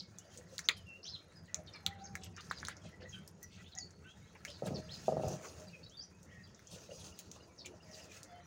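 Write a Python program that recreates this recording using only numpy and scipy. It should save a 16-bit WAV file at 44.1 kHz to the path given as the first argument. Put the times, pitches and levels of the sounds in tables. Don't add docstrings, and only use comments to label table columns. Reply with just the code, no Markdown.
import sys
import numpy as np
from scipy import signal
from scipy.fft import rfft, irfft, next_fast_len
from scipy.io import wavfile
from scipy.ndimage import uniform_filter1d, map_coordinates

SR = 44100
rng = np.random.default_rng(int(sys.argv[2]) if len(sys.argv) > 2 else 0)


def store_wav(level_fs):
    pcm = np.round(np.clip(np.atleast_2d(level_fs), -1, 1) * 32767)
    wavfile.write(sys.argv[1], SR, pcm.T.astype(np.int16))


N = 373086
TOP_HZ = 16300

# frequency_hz, level_db
AIR_SPECTRUM = [(150, -16), (250, 6), (607, 6), (700, 2.5), (768, -1.5), (832, -0.5), (1100, -5),
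                (1430, -7), (2420, -120)]
# time_s, level_db
FOOT_ACTIVITY = [(0.0, -70.5), (0.68, -66), (0.82, -71), (1.34, -70), (1.79, -64.5), (2.31, -70.5),
                 (2.59, -59.5), (3.04, -70), (3.34, -71), (3.56, -73), (4.95, -64), (5.3, -62.5),
                 (5.89, -71), (7.61, -72), (8.18, -65), (8.46, -66.5)]
NOTE_SHAPES = {"fall": (1.6, 1), "droop": (1.1, 0.89), "rise": (.82, 1.09), "bow": (0.51, 0.77),
               "level": (1.03, 0.94), "dip": (1.2, 1.08), "scoop": (1, 1.22), "sag": (1.04, 1.05),
               "crest": (0.95, 0.94), "climb": (.78, 1.22), "drop": (1.03, 0.735), "slide": (1.28, 0.87),
               "lift": (.92, 0.99)}


def amp(db):
    return 10 ** (np.asarray(db) / 20)


def unit(x):
    return x / np.sqrt(np.mean(x ** 2) + 1e-20)


def along(points, hz):
    frequencies, values = np.transpose(points)
    return np.interp(np.log(hz + 1), np.log(frequencies + 1), values)


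def curves(rows):
    times, *columns = np.transpose(rows)
    return [np.interp(np.arange(N) / SR, times, column) for column in columns]


def wobble(rate, size=N):
    knots = rng.standard_normal(int(size * rate / SR) + 4)
    return map_coordinates(knots, [np.arange(size) * rate / SR])


def filtered(x, response):
    size = next_fast_len(len(x) + 8192)
    return irfft(rfft(x, size) * response(np.fft.rfftfreq(size, 1 / SR)), size)[:len(x)]


def coloured(x, spectrum):
    return unit(filtered(x, lambda hz: amp(along(spectrum, hz))))


def add(track, start_s, sound):
    start = max(round(start_s * SR), 0)
    track[start:start + len(sound)] += sound[:max(N - start, 0)]


def patchy_noise(patch_db):
    spectra = signal.stft(rng.standard_normal(N), nperseg=1024)[2]

    def patches(bands, frames):
        across_bands = uniform_filter1d(rng.standard_normal(spectra.shape), bands, axis=0)
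        return unit(uniform_filter1d(across_bands, frames, axis=1))

    strength = amp(patch_db * unit(patches(5, 5) + 0.46 * patches(40, 4)))
    return unit(signal.istft(spectra * strength, nperseg=1024)[1][:N])


def knock(t, hz, rise_s, steep=3):
    u = t / rise_s
    return u ** steep * np.exp(steep * (1 - u)) * np.cos(2 * np.pi * hz * (t - rise_s))


def crackle(size, per_s, hz, octaves, spread_db, cycles):
    out, t = np.zeros(size + SR // 50), np.arange(SR // 50) / SR
    for when, pitch, strength in rng.random((int(per_s * size / SR) + 2, 3)):
        grain_hz = min(hz * 2 ** (octaves * (2 * pitch - 1)), TOP_HZ)
        gain = amp(spread_db * min(-np.log(1 - strength), 3))
        out[int(when * size):][:len(t)] += gain * knock(t, grain_hz, cycles / grain_hz)
    return unit(out[:size])


def scatter(x, echo_db, t60_s):
    t = np.arange(SR // 10) / SR
    spray = rng.standard_normal(len(t)) * amp(2.5 * wobble(694, len(t)) - 60 * t / t60_s) * (t > .001)
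    spray *= amp(echo_db) / np.linalg.norm(spray)
    spray[0] = 1
    return signal.fftconvolve(x, spray)


def yard_echo(x):
    # frequency_hz, t60_s
    decay_times = [(200, 0.1), (600, 0.17), (2000, 0.2), (4500, 0.27), (9000, 0.16), (15000, 0.092)]
    hz, t, spectra = signal.stft(rng.standard_normal(SR // 2), SR, nperseg=256)
    decay = amp(-60 * t / along(decay_times, hz)[:, None])
    tail = signal.istft(spectra * decay, SR, nperseg=256)[1]
    return signal.fftconvolve(x, tail / np.linalg.norm(tail))[:N]


def town():
    # time_s, rumble_db, drone_db
    traffic = [
        [(0.0, -58.5, -68.5), (.42, -62.5, -69.5), (.62, -64, -67.5), (.95, -65.5, -69.5), (1.21, -62.5, -67.5),
         (2.9, -56.5, -64), (3.57, -58.5, -70), (4.08, -59.5, -70.5), (4.45, -59.5, -65)],
        [(5.7, -60, -66), (6.02, -62, -68), (6.63, -60, -69.5), (7.07, -62, -65), (8.11, -63.5, -62.5),
         (8.46, -61, -73.5)],
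    ]
    # frequency_hz, level_db
    rumble_spectrum = [(15, -23.5), (25, -10), (40, -15), (62, -5.5), (85, 4.5), (103, 1.5), (125, -6),
                       (172, 2), (205, -3), (250, -16.5), (350, -13.5), (490, -19), (840, -82)]
    rumble_db, drone_db = curves(np.concatenate(traffic))
    rumble = coloured(patchy_noise(patch_db=3), rumble_spectrum)
    drone = coloured(patchy_noise(patch_db=3), AIR_SPECTRUM)
    return amp(rumble_db + 2 + wobble(22)) * rumble + amp(drone_db - 1 + wobble(10)) * drone


def far_tone():
    # time_s, pitch_hz, level_db
    course = [(1.85, 775, -51), (1.88, 790, -49), (1.95, 791, -54), (2, 785, -48.5), (2.1, 792, -55),
              (2.2, 761, -55.5), (2.32, 771, -68)]
    hz, db = curves(course)
    t = np.arange(N) / SR
    gate = uniform_filter1d(1. * ((t > course[0][0]) & (t < course[-1][0])), size=1000)
    pitch_hz = hz * (1 + .016 * wobble(120))
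    fading_db = 3 * wobble(45)
    return gate * amp(db - 4.5 + fading_db) * np.sin(2 * np.pi * np.cumsum(pitch_hz) / SR)


def far_caws(jitter=0.024, sag=0.044, rasp=0.72):
    # start_s, length_s, pitch_hz, level_db
    calls = [(1.871, 0.25, 768.3, -73), (6.259, 0.2, 630, -67.5), (7.801, 0.32, 630, -80),
             (8.196, 0.235, 685, -74)]
    # frequency_hz, level_db
    throat = [(600, -10), (1000, -19), (1400, 1.5), (1900, 11), (2400, -11), (3200, -35)]
    out = np.zeros(N)
    for start_s, length_s, hz, db in calls:
        u = np.linspace(0, 1, int(length_s * SR))
        pitch_hz = hz * (1 + sag * (.5 - u) + jitter * wobble(400, len(u)))
        phase = 2 * np.pi * np.cumsum(pitch_hz) / SR
        voice = unit(sum(amp(along(throat, k * hz)) * np.sin(k * phase) for k in range(1, 6)))
        voice *= 1 + rasp * wobble(500, len(u))
        swell = np.sqrt(np.abs(np.sin(np.pi * u)))
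        add(out, start_s, amp(db) * unit(voice * swell))
    return yard_echo(out)


def whistle(length_s, pitches_hz, rasp, flutter=0.025, buzz=0.49, second_voice=0.426):
    buzz_hz, second_ratio = 686, .84
    hoarseness = .14
    u = np.linspace(0, 1, int(length_s * SR))
    glide_hz = np.polyval(np.polyfit([0, .5, 1], pitches_hz, 2), u)
    pitch_hz = glide_hz * (1 + flutter * (rasp + hoarseness) * wobble(1400, len(u)))
    phase = 2 * np.pi * np.cumsum(pitch_hz) / SR
    swell = np.abs(np.sin(np.pi * u)) ** .55 * amp((2.5 + 3 * rasp) * wobble(350, len(u)))
    beating = 1 + buzz * rasp * np.sin(2 * np.pi * buzz_hz * length_s * u)
    voices = np.sin(phase) + second_voice * rasp * np.sin(second_ratio * phase)
    return scatter(unit(swell * beating * voices), echo_db=-6.5, t60_s=.13)


def note(length_s, hz, rasp, shape):
    start_ratio, end_ratio = NOTE_SHAPES[shape]
    return whistle(length_s, [hz * start_ratio, hz, hz * end_ratio], rasp)


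def far_birds():
    # start_s, length_s, pitch_hz, level_db
    hoots = [(0.359, 0.054, 502, -60.5), (0.52, 0.027, 530, -58), (1.555, 0.086, 627, -59),
             (2.836, 0.038, 635, -59), (2.999, 0.062, 492, -55), (3.141, 0.0445, 1505, -63.5),
             (3.736, 0.0957, 730, -66), (4.471, 0.0585, 578, -60), (5.566, 0.12, 599, -62),
             (7.649, 0.094, 357, -60.5), (7.835, 0.28, 621, -67.5), (8.271, 0.14, 722, -64)]
    # start_s, level_db
    pips = [(1.479, -62.5), (1.907, -61), (2.922, -66), (3.049, -60), (3.419, -64), (3.585, -67),
            (3.763, -58.5)]
    out = np.zeros(N)
    for start_s, length_s, hz, db in hoots:
        pitches_hz = hz * (1 + .02 * rng.standard_normal(3))
        hoot = whistle(length_s, pitches_hz, rasp=.7, flutter=.075, buzz=0, second_voice=0)
        add(out, start_s, amp(db - 1) * hoot)
    for start_s, db in pips:
        add(out, start_s, amp(db) * note(length_s=0.033, hz=1970, rasp=0.37, shape="lift"))
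    return out


def chatter(per_s=13, centre_hz=3690, octaves=0.75, level_db=-79.5):
    out = np.zeros(N)
    for when, pitch, kind in rng.random((int(per_s * N / SR), 3)):
        shape = list(NOTE_SHAPES)[int(kind * len(NOTE_SHAPES))]
        hz = centre_hz * 2 ** (octaves * (2 * pitch - 1))
        add(out, when * N / SR, amp(level_db) * note(length_s=.05, hz=hz, rasp=0.11, shape=shape))
    return out + yard_echo(out)


def mynas():
    # start_s, length_s, pitch_hz, level_db, rasp (0-1), shape
    chirps = [(0, 0.0097, 4520, -52, 0.9, "droop"), (0.638, 0.031, 5950, -63, 0.6, "rise"),
              (0.705, 0.038, 4720, -65.5, 0, "droop"), (0.753, 0.0644, 3105, -72, 0.4, "level"),
              (0.859, 0.13, 2706, -66.5, 0, "sag"), (1.025, 0.058, 5793, -61, 0.92, "rise"),
              (1.045, 0.032, 3400, -63, 0.5, "climb"), (1.069, 0.059, 5210, -57, 0.52, "bow"),
              (1.124, 0.043, 4000, -57, 0.2, "drop"), (1.354, 0.045, 4944, -72, 0.1, "level"),
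              (1.663, 0.036, 3890, -66.5, 1, "fall"), (1.728, 0.0465, 4620, -64.5, 0.7, "slide"),
              (1.732, 0.066, 2316, -69, 0.33, "level"), (1.983, 0.048, 4280, -74.5, 0.61, "climb"),
              (2.038, 0.0295, 6500, -60.5, 0.36, "crest"), (2.057, 0.02, 5115, -67, 0.74, "droop"),
              (2.534, 0.074, 4940, -67, 0.75, "droop"), (3.085, 0.037, 6398, -66.5, 0.4, "drop"),
              (3.124, 0.044, 3156, -61, 0.57, "level"), (3.429, 0.022, 5980, -62.5, 0, "level"),
              (3.639, 0.053, 3480, -71, 1, "rise"), (3.718, 0.032, 3950, -68.5, 0.7, "droop"),
              (3.771, 0.026, 6820, -56, 0.14, "crest"), (3.791, 0.058, 4470, -59.5, 0, "dip"),
              (4.038, 0.093, 3100, -72, 0.76, "rise"), (4.046, 0.0362, 1524, -71.5, 0.03, "lift"),
              (4.472, 0.029, 3160, -63, 1, "rise"), (4.477, 0.1, 4830, -66.5, 1, "droop"),
              (4.741, 0.034, 4770, -57.5, 0.7, "slide"), (4.836, 0.043, 4830, -74, 0, "level"),
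              (4.883, 0.08, 4350, -61.5, 0.3, "bow"), (4.91, 0.061, 5040, -64.5, 0.16, "level"),
              (5.667, 0.039, 4610, -71, 0.6, "droop"), (5.73, 0.03, 2530, -64, 0.3, "level"),
              (5.829, 0.024, 4580, -66, 0.7, "scoop"), (5.855, 0.023, 3900, -69, 0.2, "scoop"),
              (5.902, 0.073, 3470, -72.5, 0.1, "rise"), (5.969, 0.059, 4700, -58, 0, "scoop"),
              (6.017, 0.0256, 5950, -63.5, 0.8, "crest"), (6.433, 0.029, 4740, -70, 0.4, "level"),
              (7.576, 0.052, 4830, -62.5, 0.7, "slide"), (7.904, 0.058, 5080, -66.5, 0.8, "slide"),
              (8.083, 0.057, 2454, -71, .5, "level")]
    # start_s, level_db
    answers = [(5.241, -80), (6.925, -78), (7.139, -83), (7.376, -91), (7.419, -83), (7.821, -85.5),
               (8.011, -79)]
    out = np.zeros(N)
    for start_s, length_s, hz, db, rasp, shape in chirps:
        add(out, start_s, amp(db + 6.5) * note(length_s, hz, rasp, shape))
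    for start_s, db in answers:
        add(out, start_s - .02, amp(db + 16) * whistle(0.0193, [2650, 2850, 2950], rasp=0.19))
        add(out, start_s, amp(db + 15) * whistle(0.029, [5150, 4950, 4450], rasp=0.2))
    return out


def claws(level_db=-84, follow=.7):
    busy_db, = curves(FOOT_ACTIVITY)
    ticks = crackle(N, per_s=45, hz=8000, octaves=.55, spread_db=3.5, cycles=2.2)
    ticks = unit(scatter(ticks, echo_db=-4, t60_s=0.033)[:N])
    return amp(level_db + follow * (busy_db - busy_db.mean())) * ticks


def wingbeats(rise_s=0.047, fall_s=0.061, rustle_db=-87):
    # peak_s, swish_db, air_db
    flaps = [(.34, -74.5, -73.5), (0.559, -73, -84), (2.45, -74, -68), (2.6, -76.5, -64),
             (3.15, -77, -88.5), (3.6, -83.5, -88), (4.2, -82.5, -71), (4.49, -76, -70.5),
             (4.669, -70.5, -78), (4.79, -74.5, -79), (4.96, -67.5, -65), (5.06, -65.5, -66),
             (5.229, -67, -54), (5.32, -65, -51), (5.458, -65.5, -52.5), (5.6, -72.5, -59),
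             (5.75, -78, -76), (6.735, -69, -61), (6.83, -70.5, -63), (6.95, -70.5, -68),
             (7.06, -68.5, -59), (7.2, -74, -77), (7.36, -77.5, -76), (7.961, -68, -83.5), (8.04, -75, -74),
             (8.149, -67, -77), (8.25, -90, -63.5)]
    t, swish_power, air_power = np.arange(N) / SR, np.zeros(N), np.zeros(N)
    for peak_s, swish_db, air_db in flaps:
        log_gain = np.minimum((t - peak_s) / rise_s, (peak_s - t) / fall_s).clip(-30)
        stroke_power = np.exp(2 * log_gain)
        swish_power += amp(swish_db) ** 2 * stroke_power
        air_power += amp(air_db) ** 2 * stroke_power
    swish_power += amp(rustle_db) ** 2
    return np.sqrt(swish_power), np.sqrt(air_power)


def flock(swish_gain, air_gain):
    # frequency_hz, level_db
    feather_spectrum = [(1290, -46.5), (2200, -20.5), (2560, 0), (2980, -7), (3680, -6), (4580, -2.5),
                        (5330, -1), (6530, 3.5), (7790, -9), (10000, -13.5), (13400, -27), (14900, -12),
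                        (15600, -11.5), (16100, -22), (16500, -51.5)]
    # frequency_hz, level_db
    scuffle_spectrum = [(410, -44), (700, -4.5), (1200, -7), (1370, -1.5), (1940, -1.5), (2130, -6),
                        (3590, -19), (4500, -27), (5850, -44.5), (9900, -120)]
    busy_db, = curves(FOOT_ACTIVITY)
    grain = crackle(N, per_s=200, hz=2200, octaves=1.2, spread_db=3, cycles=.7)
    grain = unit(scatter(grain, echo_db=0, t60_s=.08)[:N])
    flicks = crackle(N, per_s=300, hz=4200, octaves=1.2, spread_db=2.5, cycles=1)
    flicks = unit(scatter(flicks, echo_db=-3, t60_s=.03)[:N])
    feathers = coloured(patchy_noise(patch_db=2.8) + amp(-10) * flicks, feather_spectrum)
    feathers /= np.std(filtered(feathers, lambda hz: hz > 7200))
    feet = coloured(patchy_noise(patch_db=3.5) + amp(-10) * grain, scuffle_spectrum)
    feet *= amp(busy_db - 3 + 1.5 * wobble(25))
    ruffle_db = 2 * wobble(35) + .9 * wobble(260)
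    air = coloured(rng.standard_normal(N), AIR_SPECTRUM)
    return swish_gain * amp(2.03 + ruffle_db) * feathers + feet + air_gain * air


def scuffs():
    # start_s, length_s, level_db, pitch_hz
    strokes = [(0.284, 0.05, -87.5, 6150), (0.757, 0.019, -67.5, 7300), (1.731, 0.033, -67, 1660),
               (2.202, 0.07, -65.5, 4530), (2.358, 0.045, -61.5, 2310), (2.506, 0.053, -69, 3900),
               (2.671, 0.053, -61.5, 2760), (2.823, 0.065, -70.5, 4360), (2.992, 0.045, -67, 2940),
               (3.49, 0.096, -71.5, 4287), (3.559, 0.057, -70.5, 2307), (3.604, 0.03, -85, 3560),
               (4.342, 0.01313, -63.5, 1640), (4.648, 0.025, -59.5, 5630), (4.654, 0.017, -66.5, 12400),
               (4.657, 0.0241, -61, 1854), (5.414, 0.057, -64, 1860), (6.694, 0.065, -66, 5400),
               (6.704, 0.037, -73, 12500), (6.742, 0.052, -76, 1930), (6.892, 0.03, -78.5, 2010),
               (6.984, 0.034, -66.5, 5540), (7.015, 0.063, -78.5, 2400), (7.33, 0.021, -76, 5600),
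               (7.638, 0.041, -63.5, 4000), (7.961, 0.0413, -70, 3020), (8.095, 0.097, -71.5, 2550)]
    out = np.zeros(N)
    for start_s, length_s, db, hz in strokes:
        size = int(length_s * SR)
        grit = crackle(size, per_s=900, hz=hz, octaves=0.89, spread_db=3, cycles=2.12)
        swell = np.sqrt(np.abs(np.sin(np.linspace(0, np.pi, size))))
        add(out, start_s + 0.0065, scatter(amp(db + 2) * unit(grit * swell), echo_db=3, t60_s=0.065))
    return out


def footfalls():
    # start_s, level_db
    steps = [(6.76, -49.5), (6.89, -47), (6.915, -45), (7.362, -61.5)]
    out, t = np.zeros(N), np.arange(SR // 20) / SR
    thud = knock(t, hz=525, rise_s=0.00292)
    for start_s, db in steps:
        add(out, start_s, scatter(amp(db) * thud, echo_db=5.5, t60_s=0.126))
    return out


def bowl_bump(db, thud_hz):
    # pitch_hz, level_db, t60_s
    modes = [(171, -9, 0.031), (447, -22, 0.34), (627, -21, 0.55), (731, -16.5, 0.096),
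             (1260, -16.5, 0.041)]
    t = np.arange(SR // 4) / SR
    ring = np.zeros(len(t))
    for hz, mode_db, t60_s in modes:
        decay = amp(mode_db + rng.normal(0, 0.85) - 60 * t / t60_s)
        ring += decay * np.sin(2 * np.pi * hz * (1 + rng.normal(0, 0.0161)) * t)
    ring *= 1 - np.exp(-t / .0049)
    thud = knock(t, thud_hz, rise_s=0.00198)
    return scatter(amp(db) * (thud + ring), echo_db=-7, t60_s=.085)


def bowl_grind(length_s, db, spectrum):
    size = int(length_s * SR)
    return amp(db) * signal.windows.tukey(size, .2) * coloured(rng.standard_normal(size), spectrum)


def rocking_bowl(retouch_s=0.00767, thump_hz=156.6, lowpass_hz=1200):
    # start_s, level_db, pitch_hz
    bumps = [(4.6216, -29, 519), (4.659, -34.5, 588), (4.671, -34, 600), (4.706, -33, 450),
             (4.728, -36.5, 557), (4.778, -51, 586), (5.081, -18.5, 608), (5.122, -24, 545),
             (5.168, -23.5, 568), (5.196, -29, 590), (5.235, -26.5, 618), (5.256, -32.5, 556),
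             (5.276, -33.5, 596), (5.304, -39, 685), (5.324, -36.5, 554), (5.351, -44.5, 607)]
    # start_s, length_s, level_db
    rolls = [(4.625, 0.192, -44), (5.082, 0.276, -47)]
    # frequency_hz, level_db
    roll_spectrum = [(40, -32), (90, 3.5), (170, 4.5), (270, -2), (420, -2), (620, -5), (800, -15),
                     (1300, -23.5)]
    # start_s, length_s, level_db
    tilt = (4.8, 0.313, -55.5)
    # frequency_hz, level_db
    grumble_spectrum = [(60, -21), (110, -8), (170, -1.5), (230, -12), (330, -47), (700, -60)]
    out, t = np.zeros(N), np.arange(SR // 10) / SR
    mean_db = np.mean([db for _, db, _ in bumps])
    for start_s, db, hz in bumps:
        add(out, start_s, bowl_bump(db, hz))
        again_s = start_s + retouch_s * rng.uniform(0.707, 1.294)
        add(out, again_s, bowl_bump(min(db - 5, mean_db + 6.5), hz))
        thump_db = -37 + 0.263 * (db - mean_db) + rng.normal(0, 3.8)
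        thump = knock(t, thump_hz * (1 + rng.normal(0, 0.12)), rise_s=0.0086)
        add(out, start_s + 0.0074, amp(thump_db) * thump)
    for start_s, length_s, db in rolls:
        add(out, start_s, bowl_grind(length_s, db, roll_spectrum))
    start_s, length_s, db = tilt
    add(out, start_s, bowl_grind(length_s, db, grumble_spectrum))
    return filtered(out, lambda hz: 1 / np.sqrt(1 + (hz / lowpass_hz) ** 10))


def snaps(decay_s=0.000115):
    # start_s, level_db
    cracks = [(0.1862, -44), (0.581, -32.5), (0.6867, -33.5), (1.5447, -46), (1.8638, -25.5), (2.155, -40),
              (2.244, -41), (3.277, -37.5), (3.429, -36.5), (5.283, -34), (5.684, -52), (6.231, -47),
              (6.476, -56), (7.19, -36), (7.315, -46.5), (8.232, -41)]
    # frequency_hz, level_db
    snap_spectrum = [(3000, -24.5), (6000, 1), (8000, 3.5), (11000, -1.5), (13500, -7), (15300, 3),
                     (16300, -4.5)]
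    out, t = np.zeros(N), np.arange(SR // 80) / SR
    for start_s, db in cracks:
        crack = coloured(rng.standard_normal(len(t)) * t * np.exp(-t / decay_s), snap_spectrum)
        add(out, start_s, scatter(amp(db) * crack / np.abs(crack).max(), echo_db=-2, t60_s=.06))
    return out


def beak_tick(t, crack_db=-10):
    # pitch_hz, level_db
    resonances = [(2300, -16.5), (4200, 1), (6600, 8), (9700, -4.5), (15300, -8)]
    # frequency_hz, level_db
    crack_spectrum = [(500, -27.5), (2000, -3), (4500, 7.5), (6700, 24), (8300, -16.5), (13000, -14),
                      (15400, -21.5)]
    ring = np.zeros(len(t))
    for hz, db in resonances:
        gain = amp(db + rng.normal(0, 3.5))
        ring += gain * knock(t, hz * (1 + rng.normal(0, 0.011)), rise_s=0.000373)
    crack = coloured(rng.standard_normal(len(t)) * np.exp(-t / .0005), crack_spectrum)
    return ring / np.abs(ring).max() + amp(crack_db) * crack / np.abs(crack).max()


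def pecks(rim_db=-43, reflection_s=0.0037, reflection_db=-21.5):
    # start_s, level_db, pitch_hz, tick_db (relative to the knock)
    strikes = [(0.1857, -39, 6600, -2.5), (.375, -44, 8020, 6), (0.5815, -27.5, 4200, -3.5),
               (0.591, -33, 1820, 5), (.593, -32.5, 6170, 1), (0.6874, -8.5, 3750, -12.5),
               (0.693, -20, 2310, -4), (1.5446, -19.5, 6350, -6), (1.864, -15.5, 3750, -5.5),
               (2.1536, -29, 1980, -3), (2.236, -43, 5550, 5.5), (2.365, -41, 5800, -4),
               (2.408, -45, 4770, 2.5), (2.5, -41, 5400, -22), (2.5114, -23, 1420, -12.5),
               (2.515, -35, 4130, -1), (2.5845, -40.5, 4280, -9), (2.601, -40.5, 5970, -15),
               (2.6295, -32.5, 1540, -27), (2.6506, -33, 4030, 2), (2.6706, -40, 5870, 4),
               (2.6843, -29, 1494, 5), (2.768, -42.5, 5790, -15.5), (3.277, -46.5, 5600, -4),
               (3.43, -42.5, 6500, -19), (3.7516, -39.5, 6100, -7), (3.7865, -27, 5840, -17),
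               (3.907, -54.5, 6720, 3), (4.4504, -33.5, 2120, 3.5), (4.4564, -39.5, 2000, -2),
               (4.502, -40.5, 3790, -0.5), (5.284, -47.5, 6000, 9), (5.897, -47.5, 5940, -20),
               (6.23, -50.5, 6430, -13), (6.547, -46, 6200, -26), (6.593, -50.5, 1822, 1),
               (6.6716, -42, 6400, -14), (7.19, -49, 2820, 17), (7.315, -49.5, 6000, 12),
               (7.362, -51.5, 1050, -8), (7.6596, -41.5, 3080, 6.5), (8.2317, -48, 6200, 10.5)]
    # pitch_hz, level_db
    clay_modes = [(500, -32.5), (1330, -20), (2200, -15)]
    # pitch_hz, level_db, t60_s
    rim_modes = [(1380, -21, .06), (1720, -8, 0.12), (1924, -6, 0.09), (2248, -10, 0.098),
                 (2340, 0.5, .045)]

    def rise_s(hz):
        return 0.000649 * (4000 / hz) ** .45

    out, t, ring_t = np.zeros(N), np.arange(SR // 80) / SR, np.arange(SR // 10) / SR
    clay = sum(amp(db) * knock(t, hz, rise_s(hz)) for hz, db in clay_modes)
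    rim = sum(amp(rim_db + db - 60 * ring_t / t60_s) * np.sin(2 * np.pi * hz * ring_t)
              for hz, db, t60_s in rim_modes)
    for start_s, db, hz, tick_db in strikes:
        body = amp(db) * knock(t, hz, rise_s(hz), steep=7)
        tick = amp(db + tick_db) * beak_tick(t)
        echo_db = np.interp(db, [-45, -15], [1, -12])
        beak = scatter(body + tick, echo_db, t60_s=.085)
        clay_db = 2 * db + 0.5
        add(out, start_s, beak)
        add(out, start_s, scatter(amp(clay_db) * clay, echo_db=10, t60_s=0.1))
        add(out, start_s, signal.fftconvolve(body, rim))
        add(out, start_s + reflection_s, amp(reflection_db) * beak)
    return out


def scene():
    bed = town() + flock(*wingbeats()) + claws() + far_tone() + far_caws()
    hits = pecks() + snaps() + rocking_bowl() + footfalls() + scuffs()
    calls = mynas() + far_birds() + chatter()
    echo = yard_echo(amp(-21.5) * hits + amp(-8.5) * calls)
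    return (hits + calls + echo + bed)[None]


def record(dry):
    thinned = signal.lfilter(*signal.butter(2, 45, "high", fs=SR), dry[0])
    return filtered(thinned, lambda hz: 1 / np.sqrt(1 + (hz / TOP_HZ) ** 120))[None]


dry = scene()
out = record(dry)
store_wav(out)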